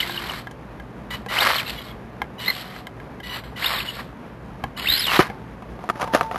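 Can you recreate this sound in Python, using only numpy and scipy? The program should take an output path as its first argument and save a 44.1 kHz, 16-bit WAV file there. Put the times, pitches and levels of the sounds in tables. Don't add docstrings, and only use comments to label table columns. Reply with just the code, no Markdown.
import sys
import numpy as np
from scipy import signal
from scipy.fft import rfft, irfft, next_fast_len
from scipy.io import wavfile
from scipy.ndimage import uniform_filter1d

SR = 44100
rng = np.random.default_rng(int(sys.argv[2]) if len(sys.argv) > 2 else 0)


def wav_out(sig):
    wavfile.write(sys.argv[1], SR, np.round(np.clip(np.atleast_2d(sig).T, -1, 1) * 32767).astype(np.int16))


def amplitude_ratio(level_db):
    exponent = np.asarray(level_db, float) / 20
    return 10 ** exponent


N = 281351
TIME = np.arange(N) / SR

# (frequency [Hz], level [dB], t60 [s])
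GEARBOX_MODES = [(2080, 4, .012), (3020, 6, .012), (3800, 5, .012), (4250, 1, .012)]


def rms_one(x):
    return x / np.sqrt(np.mean(x ** 2) + 1e-20)


def levels(tables, column):
    out = np.zeros(N)
    for rows in map(np.array, tables):
        out += amplitude_ratio(np.interp(TIME, rows[:, 0], rows[:, column], left=-200, right=-200))
    return uniform_filter1d(out, size=66)


def gate(on, off):
    return np.clip(np.minimum(TIME - on, off - TIME) * 500, 0, 1)


def drift(hz):
    pole = np.exp(-2 * np.pi * hz / SR)
    noise = rng.standard_normal(N + SR)
    return rms_one(signal.lfilter([1], [1, -2 * pole, pole * pole], noise)[SR:])


def colour(x, spectrum):
    hz, db = np.transpose(spectrum)
    bins_hz = np.arange(N // 2 + 1) * SR / N + 1
    response = amplitude_ratio(np.interp(np.log(bins_hz), np.log(hz), db))
    return rms_one(irfft(rfft(x) * response, N))


def grains(per_s, spread_db):
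    sizes = amplitude_ratio(spread_db * np.minimum(rng.exponential(1, N), 5)) * rng.choice([-1, 1], N)
    return sizes * (rng.random(N) < per_s / SR)


def ring(x, hz, t60):
    radius = amplitude_ratio(-60 / (t60 * SR))
    angle = 2 * np.pi * min(hz, 9000) / SR
    return signal.lfilter([0, np.sin(angle)], [1, -2 * radius * np.cos(angle), radius * radius], x)


def blows(events, modes, t60, crack_db, contact_s):
    size = 6000
    out = np.zeros(N + size)
    t = np.arange(size) / SR
    for s, peak_db, bright_db, part_hz in events:
        rough = rng.standard_normal((2, size))
        rough[:, 0] = 6.0, 4.0
        contact = rough[0] * np.exp(-t / contact_s)
        body = 0
        for hz, db, ring_s in modes:
            octaves_off = abs(np.log2(hz / part_hz))
            body = body + amplitude_ratio(db - 6.0 * octaves_off) * ring(contact, hz, ring_s)
        body = body * amplitude_ratio(-60 * t / max(t60, .01))
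        crack = np.diff(rough[1], prepend=0) * amplitude_ratio(-60 * t / max(0.5 * t60, .01))
        at = round(s * SR)
        out[at:at + size] += amplitude_ratio(peak_db) * (body / np.abs(body).max() + amplitude_ratio(crack_db + bright_db) * crack)
    return out[:N]


def swells(rows, start_db, end_db, stop_s=0.015):
    stop_db = -13.5
    tables = []
    for on, peak, off, db in rows:
        last_db = db + end_db
        tables.append([(on, db + start_db), (peak, db), (off, last_db), (off + stop_s, last_db + stop_db),
                       (off + 2.85 * stop_s, last_db + 2 * stop_db)])
    return tables


def yard():
    # (frequency [Hz], density [dB per Hz])
    air_spectrum = [(18, -30), (30, -15), (59, 4.5), (86, -13), (106, -5), (205, -1), (320, -8.5),
                    (359, -8), (1190, -15), (1300, -18), (1650, -19), (2340, -25.5), (8100, -49.5),
                    (10500, -79), (17800, -120)]
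    # (frequency [Hz], rms level [dB])
    fan_tones = [(56, -50.5), (119.5, -45.5)]
    hum = 0
    for hz, db in fan_tones:
        hum = hum + amplitude_ratio(db + 1.1 * drift(4.1)) * np.sin(2 * np.pi * hz * TIME + 0.51 * drift(1.0))
    return amplitude_ratio(-38.5 + drift(4)) * colour(rng.standard_normal(N), air_spectrum) + hum


def microphone_shell():
    # (time [s], peak level [dB], brightness [dB], pitch of the part [Hz])
    knock_events = [(5.192, 4.5, -27, 371), (5.623, -26, -40, 724), (5.791, -25.5, -29, 533),
                    (5.84, -18.5, -18, 660), (5.89, -8.5, -13, 1330), (5.899, -6, -12, 1330),
                    (5.956, -22.5, -26, 861), (5.999, -17, -10, 517), (6.019, -24, -10, 1170),
                    (6.028, -10.5, -12, 1250), (6.041, -14.5, -7, 716), (6.076, -17.5, -13, 896),
                    (6.137, -4.5, -27, 1240), (6.148, -1, -6, 770), (6.21, -5, -13, 1230),
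                    (6.219, -42, -35, 896), (6.313, -13.5, -18, 1166), (6.345, -18, -40, 880),
                    (6.359, -11, -40, 626)]
    # (frequency [Hz], level [dB], t60 [s])
    shell_modes = [(194, -6, 0.063), (384, -4.5, 0.11), (530, -1.5, 0.045), (738, 5.5, 0.063),
                   (985, 6.5, 0.027), (1222, 11.5, 0.017), (1546, -1, 0.033), (1760, -3.5, 0.036),
                   (2270, 6, 0.0042), (3300, -8, 0.013)]
    # (on [s], firmest [s], off [s], level [dB])
    finger_slides = [(5.775, 5.815, 6.1, -43), (5.915, 5.97, 6.3, -39), (6.0, 6.012, 6.04, -20.5),
                     (6.12, 6.145, 6.2, -16), (6.222, 6.228, 6.28, -31.5), (6.28, 6.32, 6.95, -35)]
    # (frequency [Hz], density [dB per Hz])
    rub_spectrum = [(120, -41), (200, -29), (281, -26), (531, -1), (1220, -3.5), (2380, -16.5), (6130, -24),
                    (8100, -36), (10500, -69), (17800, -120)]
    # (on [s], off [s], frequency [Hz], level [dB])
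    servo_tones = [(0.045, 0.262, 347.6, -47.5), (2.483, 2.9, 737, -55.5), (5.284, 5.458, 882, -55.5),
                   (5.924, 6.079, 875, -47.5), (6.056, 6.336, 894, -41)]
    # (length [s], level [dB])
    gust = (0.041, -30.5)
    gust_s = 4.92
    rub = colour(grains(4000, spread_db=4), rub_spectrum)
    rub = levels(swells(finger_slides, start_db=-31, end_db=-17), column=1) * rub
    servo = sum(gate(on, off) * amplitude_ratio(db + 7.5) * np.sin(2 * np.pi * hz * TIME) for on, off, hz, db in servo_tones)
    knocks = blows(knock_events, shell_modes, t60=.08, crack_db=-12.5, contact_s=0.0068)
    knocks = signal.sosfilt(signal.butter(2, 130.0, "high", fs=SR, output="sos"), knocks)
    puff = amplitude_ratio(gust[1]) * drift(47) * np.exp(-((TIME - gust_s) / gust[0]) ** 2)
    return knocks + rub + puff + servo * amplitude_ratio(1.5 * drift(8))


def chassis_clacks():
    # (time [s], peak level [dB], brightness [dB], pitch of the part [Hz])
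    clack_events = [(0.096, -19, -12, 1420), (0.318, -27, 3, 1040), (0.471, -21.5, -16, 1600),
                    (0.5112, -30, 3, 3020), (0.799, -26.5, -14, 1560), (1.262, -18.5, -13, 1030),
                    (1.452, -19, -20, 1000), (1.468, -19, -20, 1134), (2.218, -9.5, -22, 990),
                    (2.763, -25.5, -8, 2040), (2.8694, -21.5, -7, 3600), (2.87, -26.5, -11, 700),
                    (3.001, -26.5, -14, 1500), (3.2016, -27.5, -9, 3230), (3.4371, -31, -15, 3100),
                    (3.461, -40, -14, 724), (4.639, -11.5, -19, 776), (5.069, -20, 4, 3020),
                    (5.134, -15, -4, 1080), (5.269, -24, -6, 1370), (5.3, -16.5, -35, 800)]
    # (frequency [Hz], level [dB], t60 [s])
    chassis_modes = [(510, -8.5, 0.78), (630, -19, 0.048), (800, 8.5, 0.07), (1030, 9.5, 0.028),
                     (1330, 7, 0.0086), (1640, 10, 0.079), (2024, 5, 0.051), (2110, -5, 0.16),
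                     (3080, 6, 0.023), (4060, -49, .015)]
    clacks = blows(clack_events, chassis_modes, t60=.065, crack_db=-8.0, contact_s=.005)
    door = amplitude_ratio(-43) * ring(clacks, hz=495, t60=.08)
    return clacks + door


def squeaks():
    # (time [s], peak level [dB], pitch [Hz])
    squeak_events = [(0.0024, -20, 3100), (0.1446, -34, 3170), (0.1758, -24.5, 3020), (0.2958, -28.5, 3060),
                     (1.6957, -33, 2930), (3.888, -29, 3010), (4.797, -32, 2860)]
    out = np.zeros(N)
    for s, peak_db, hz in squeak_events:
        t = np.clip(TIME - s, 0, 1)
        envelope = t / 0.0023 * np.exp(-t / 0.0019)
        out += amplitude_ratio(peak_db + 17.5) * envelope * np.sin(2 * np.pi * hz * t * (1 - 5.7 * t))
    return out


def rolls(column):
    # (on [s], off [s], gear hiss [dB], chassis rattle [dB])
    gentle_rolls = [(0.0, 0.395, -30.5, -35.5), (1.103, 1.147, -34.5, -36), (1.63, 1.898, -38.5, -42.5),
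                    (2.393, 2.467, -36, -41), (2.556, 2.804, -41, -42), (3.23, 3.274, -40.5, -54),
                    (3.436, 3.47, -43.5, -52), (3.849, 4.004, -34, -46), (4.769, 5.074, -30, -37),
                    (5.208, 5.257, -40, -29)]
    fade_db_per_s = 17
    tables = []
    for row in gentle_rolls:
        on, off = row[:2]
        tables += swells([(on, on + 0.0048, off, row[column])], -9.0, -fade_db_per_s * (off - on), stop_s=0.037)
    return tables


def catches():
    per_s = 83
    out = 0
    for hz, db, t60 in GEARBOX_MODES:
        snag = signal.lfilter([1], [1, -.99], np.abs(grains(per_s / 4, spread_db=3.0)))
        out = out + amplitude_ratio(db) * ring(snag * rng.standard_normal(N), hz, 3.5 * t60)
    return rms_one(out)


def running(swell_db):
    # (frequency [Hz], density [dB per Hz])
    rattle_spectrum = [(250, -14), (550, -6.5), (850, -7), (1100, -2.5), (1550, -7.5), (2100, -6.5),
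                       (3500, -23), (5000, -20), (6300, -27.5), (8100, -39)]
    # (frequency [Hz], density [dB per Hz])
    hiss_spectrum = [(710, -20), (1200, -18), (1500, -6.5), (2050, -5), (2630, -7.5), (3080, -2),
                     (3500, -5), (4240, -3.5), (6320, -25.5), (8100, -10), (10500, -59), (17800, -120)]
    # (on [s], worst [s], off [s], level [dB])
    tyre_shakes = [(0.2, 0.35, 0.42, -35.5), (1.3, 1.468, 1.63, -17.5), (2.45, 2.502, 2.53, -32),
                   (3.28, 3.363, 3.42, -33.5), (3.575, 3.725, 3.86, -24), (3.96, 3.996, 4.03, -32),
                   (5.07, 5.184, 5.133, -16), (5.19, 5.199, 5.232, -11)]
    # (on [s], full [s], off [s], level [dB])
    motor_pulls = [(0.0, 0.008, 0.011, -18), (1.287, 1.41, 1.61, -20), (1.67, 1.698, 1.717, -29),
                   (2.39, 2.5, 2.62, -32.5), (3.27, 3.362, 3.394, -30.5), (3.562, 3.645, 3.83, -23.5),
                   (4.82, 4.91, 4.98, -25), (4.9, 5.02, 5.075, -25), (5.065, 5.14, 5.2, -20)]
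    shake = grains(3500 * amplitude_ratio(2.5 * drift(60)), spread_db=3.5)
    rattle = colour(shake, rattle_spectrum) * amplitude_ratio(1.8 * drift(75))
    rattle = signal.sosfilt(signal.butter(2, 600, "high", fs=SR, output="sos"), rattle)
    hiss = colour(grains(9000, spread_db=2.5), hiss_spectrum) * amplitude_ratio(0.28 * swell_db + 1.96 * drift(90))
    shaking = levels(rolls(column=3) + swells(tyre_shakes, start_db=-13, end_db=-18), column=1)
    pulling = levels(rolls(column=2) + swells(motor_pulls, start_db=-15, end_db=-5), column=1)
    gear_noise = rms_one(hiss) + amplitude_ratio(-10) * catches()
    return shaking * rms_one(rattle) + amplitude_ratio(-3.0) * pulling * gear_noise


def whine():
    # (on [s], off [s], whine level [dB], pulse duty [0-1])
    throttle = [(1.106, 1.16, -34.5, 0.2), (1.284, 1.351, -35.5, 0.26), (1.762, 1.809, -41, 0.08),
                (2.382, 2.458, -38, 0.56), (3.232, 3.278, -38.5, 0.27), (3.293, 3.365, -35.5, 0.41),
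                (3.559, 3.6, -41, 0.26), (3.873, 3.909, -37, 0.5), (4.764, 4.85, -41.5, 0.5)]
    # (frequency [Hz], level [dB])
    can_response = [(900, -8), (2000, 2.5), (3000, 3.5), (4000, -6), (5000, -18), (6000, -17), (7000, -12)]
    switch_hz = 982
    out = 0
    hz, db = np.transpose(can_response)
    for k in range(1, 8):
        size = sum(gate(on, off) * amplitude_ratio(level_db) * np.sin(np.pi * k * duty) for on, off, level_db, duty in throttle)
        can = amplitude_ratio(np.interp(k * switch_hz, hz, db) + 2.5 * drift(60))
        out = out + size * can * np.sin(2 * np.pi * k * switch_hz * TIME + k * k + .5 * drift(90))
    return out


def revs():
    # (start [s], top tooth rate [Hz], brake [s], tone level [dB])
    full_revs = [
        (1.352, 4946, 1.553, 3),
        (3.612, 4500, 3.768, -2),
    ]
    # (tooth rate [Hz], level [dB])
    tone_by_speed = [(1400, -40), (2100, -25.5), (3000, -23), (4200, -26), (5000, -18)]
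    rest_hz, spin_up_hz_per_s, brake_hz_per_s, brake_db = 1400, 43000, 50000, -6
    hz, db = np.transpose(tone_by_speed)
    for start, top_hz, brake, level_db in full_revs:
        speed = np.linspace(rest_hz, top_hz, num=12)
        tone = np.interp(speed, hz, db) + level_db
        yield np.c_[start + (speed - rest_hz) / spin_up_hz_per_s, speed, tone]
        yield np.c_[brake + (top_hz - speed) / brake_hz_per_s, speed, tone + brake_db][::-1]


def gears():
    # (time [s], tooth rate [Hz], tone level [dB])
    arrive = [(0.012, 2500, -30), (0.03, 2150, -28), (0.066, 1770, -70), (0.154, 1603, -37),
              (0.2, 1530, -54)]
    nudge = [(2.46, 1900, -35), (2.478, 1990, -30), (2.496, 2153, -20.5), (2.51, 1993, -25),
             (2.525, 1540, -52)]
    wheelspin = [(4.848, 1450, -27), (4.87, 2520, -24), (4.887, 3480, -22), (4.912, 3940, -18),
                 (4.96, 4130, -18)]
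    lift_off = [(4.96, 4350, -11), (4.982, 4950, -18), (5.002, 5010, -14.5), (5.026, 4100, -21),
                (5.078, 2900, -29), (5.16, 2400, -35)]
    coast = [(1.66, 1320, -35.5), (1.705, 1390, -36.5), (1.73, 1400, -57), (1.749, 1137, -55),
             (1.785, 1100, -35), (1.83, 1080, -55), (1.92, 1100, -42)]
    # (a tightest moment [s], swell [dB], shaft rate [Hz])
    runout = [
        (.03, 4, 45),
        (1.39, 6, 53),
        (1.585, 5, 48),
        (2.483, 6, 45),
        (3.647, 6, 57),
        (3.79, 5, 57),
        (4.914, 4, 77),
        (5.011, 5, 67),
        (1.668, 3, 33),
    ]
    free, stalled, slack = (0, -19, -34), (-3, 2, -45), (-22, -4, 0)
    overrun = (0, -36, -46)
    climb, fall, climb_again, fall_again = revs()
    songs = [arrive, climb, fall, nudge, climb_again, fall_again, wheelspin, lift_off, coast]
    kinds = [free, overrun, overrun, stalled, overrun, overrun, free, overrun, slack]
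    rows = np.array(sorted(map(tuple, np.vstack(songs))))
    tooth_hz = np.interp(TIME, rows[:, 0], rows[:, 1]) * (1 + 0.0208 * drift(144.0))
    teeth = np.cumsum(tooth_hz) / SR
    swell_db, song = np.zeros(N), np.zeros(N)
    for table, kind, (tight, depth_db, shaft_hz) in zip(songs, kinds, runout):
        turning = gate(table[0][0], table[-1][0])
        swell_db += depth_db * turning * np.cos(2 * np.pi * shaft_hz * (TIME - tight))
        partials = sum(amplitude_ratio(db) * np.sin(2 * np.pi * (k + 1) * teeth) for k, db in enumerate(kind))
        song += levels([table], column=2) * partials
    song = song * amplitude_ratio(1.3 * swell_db + 3.5 * drift(110) - 3)
    flare = sum(amplitude_ratio(db) * 14 / (t60 * SR) * ring(song, hz, t60) for hz, db, t60 in GEARBOX_MODES)
    return song + flare, swell_db


def scene():
    # (delay [s], level [dB])
    wall_echoes = [(.006, -21.5), (.013, -18), (.024, -20)]
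    song, swell_db = gears()
    truck = song + whine() + squeaks() + running(swell_db) + chassis_clacks()
    echoes = sum(amplitude_ratio(db) * np.interp(TIME - s, TIME, truck, left=0) for s, db in wall_echoes)
    dull_echoes = signal.lfilter([.4], [1, -.6], echoes)
    return (truck + dull_echoes + microphone_shell() + yard())[None]


def roll_off(x):
    return signal.sosfilt(signal.butter(12, 13160, fs=SR, output="sos"), x)


def record(dry):
    # (on [s], off [s], low edge [Hz], high edge [Hz])
    lost_bands = [(3.24, 3.55, 6300, 6900), (3.3, 3.55, 5100, 5500), (3.62, 3.86, 5600, 6600),
                  (3.86, 4.02, 5800, 6300), (4.775, 4.97, 5400, 6600), (4.97, 5.06, 5900, 6500)]
    sample_hz, cutoff_hz = 16004, 12980
    x = np.clip(dry + .12 * dry ** 2, -.85, .85)
    x = signal.sosfilt(signal.butter(4, 46.0, "high", fs=SR, output="sos"), x)
    loudness = np.sqrt(uniform_filter1d(x ** 2, size=128) + 1e-12)
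    x = x + amplitude_ratio(-24.5) * loudness * rng.standard_normal(N)
    hz = np.arange(N // 2 + 1) * SR / N
    x = irfft(rfft(x) / (1 + (2 * hz / sample_hz) ** 24), N)
    size = next_fast_len(N)
    spectrum = rfft(x, size)
    bins = np.arange(size // 2 + 1) * SR / size
    for on, off, low_hz, high_hz in lost_bands:
        band = irfft(spectrum * (bins > low_hz) * (bins < high_hz), size)[:, :N]
        x = x - uniform_filter1d(gate(on, off), size=600) * band
    x = x * (1 + 2 * np.cos(2 * np.pi * sample_hz * TIME))
    held = irfft(rfft(x) * np.sinc(hz / sample_hz) / (1 + (hz / cutoff_hz) ** 200), N)
    return roll_off(held)


dry = scene()
out = record(dry)
wav_out(out)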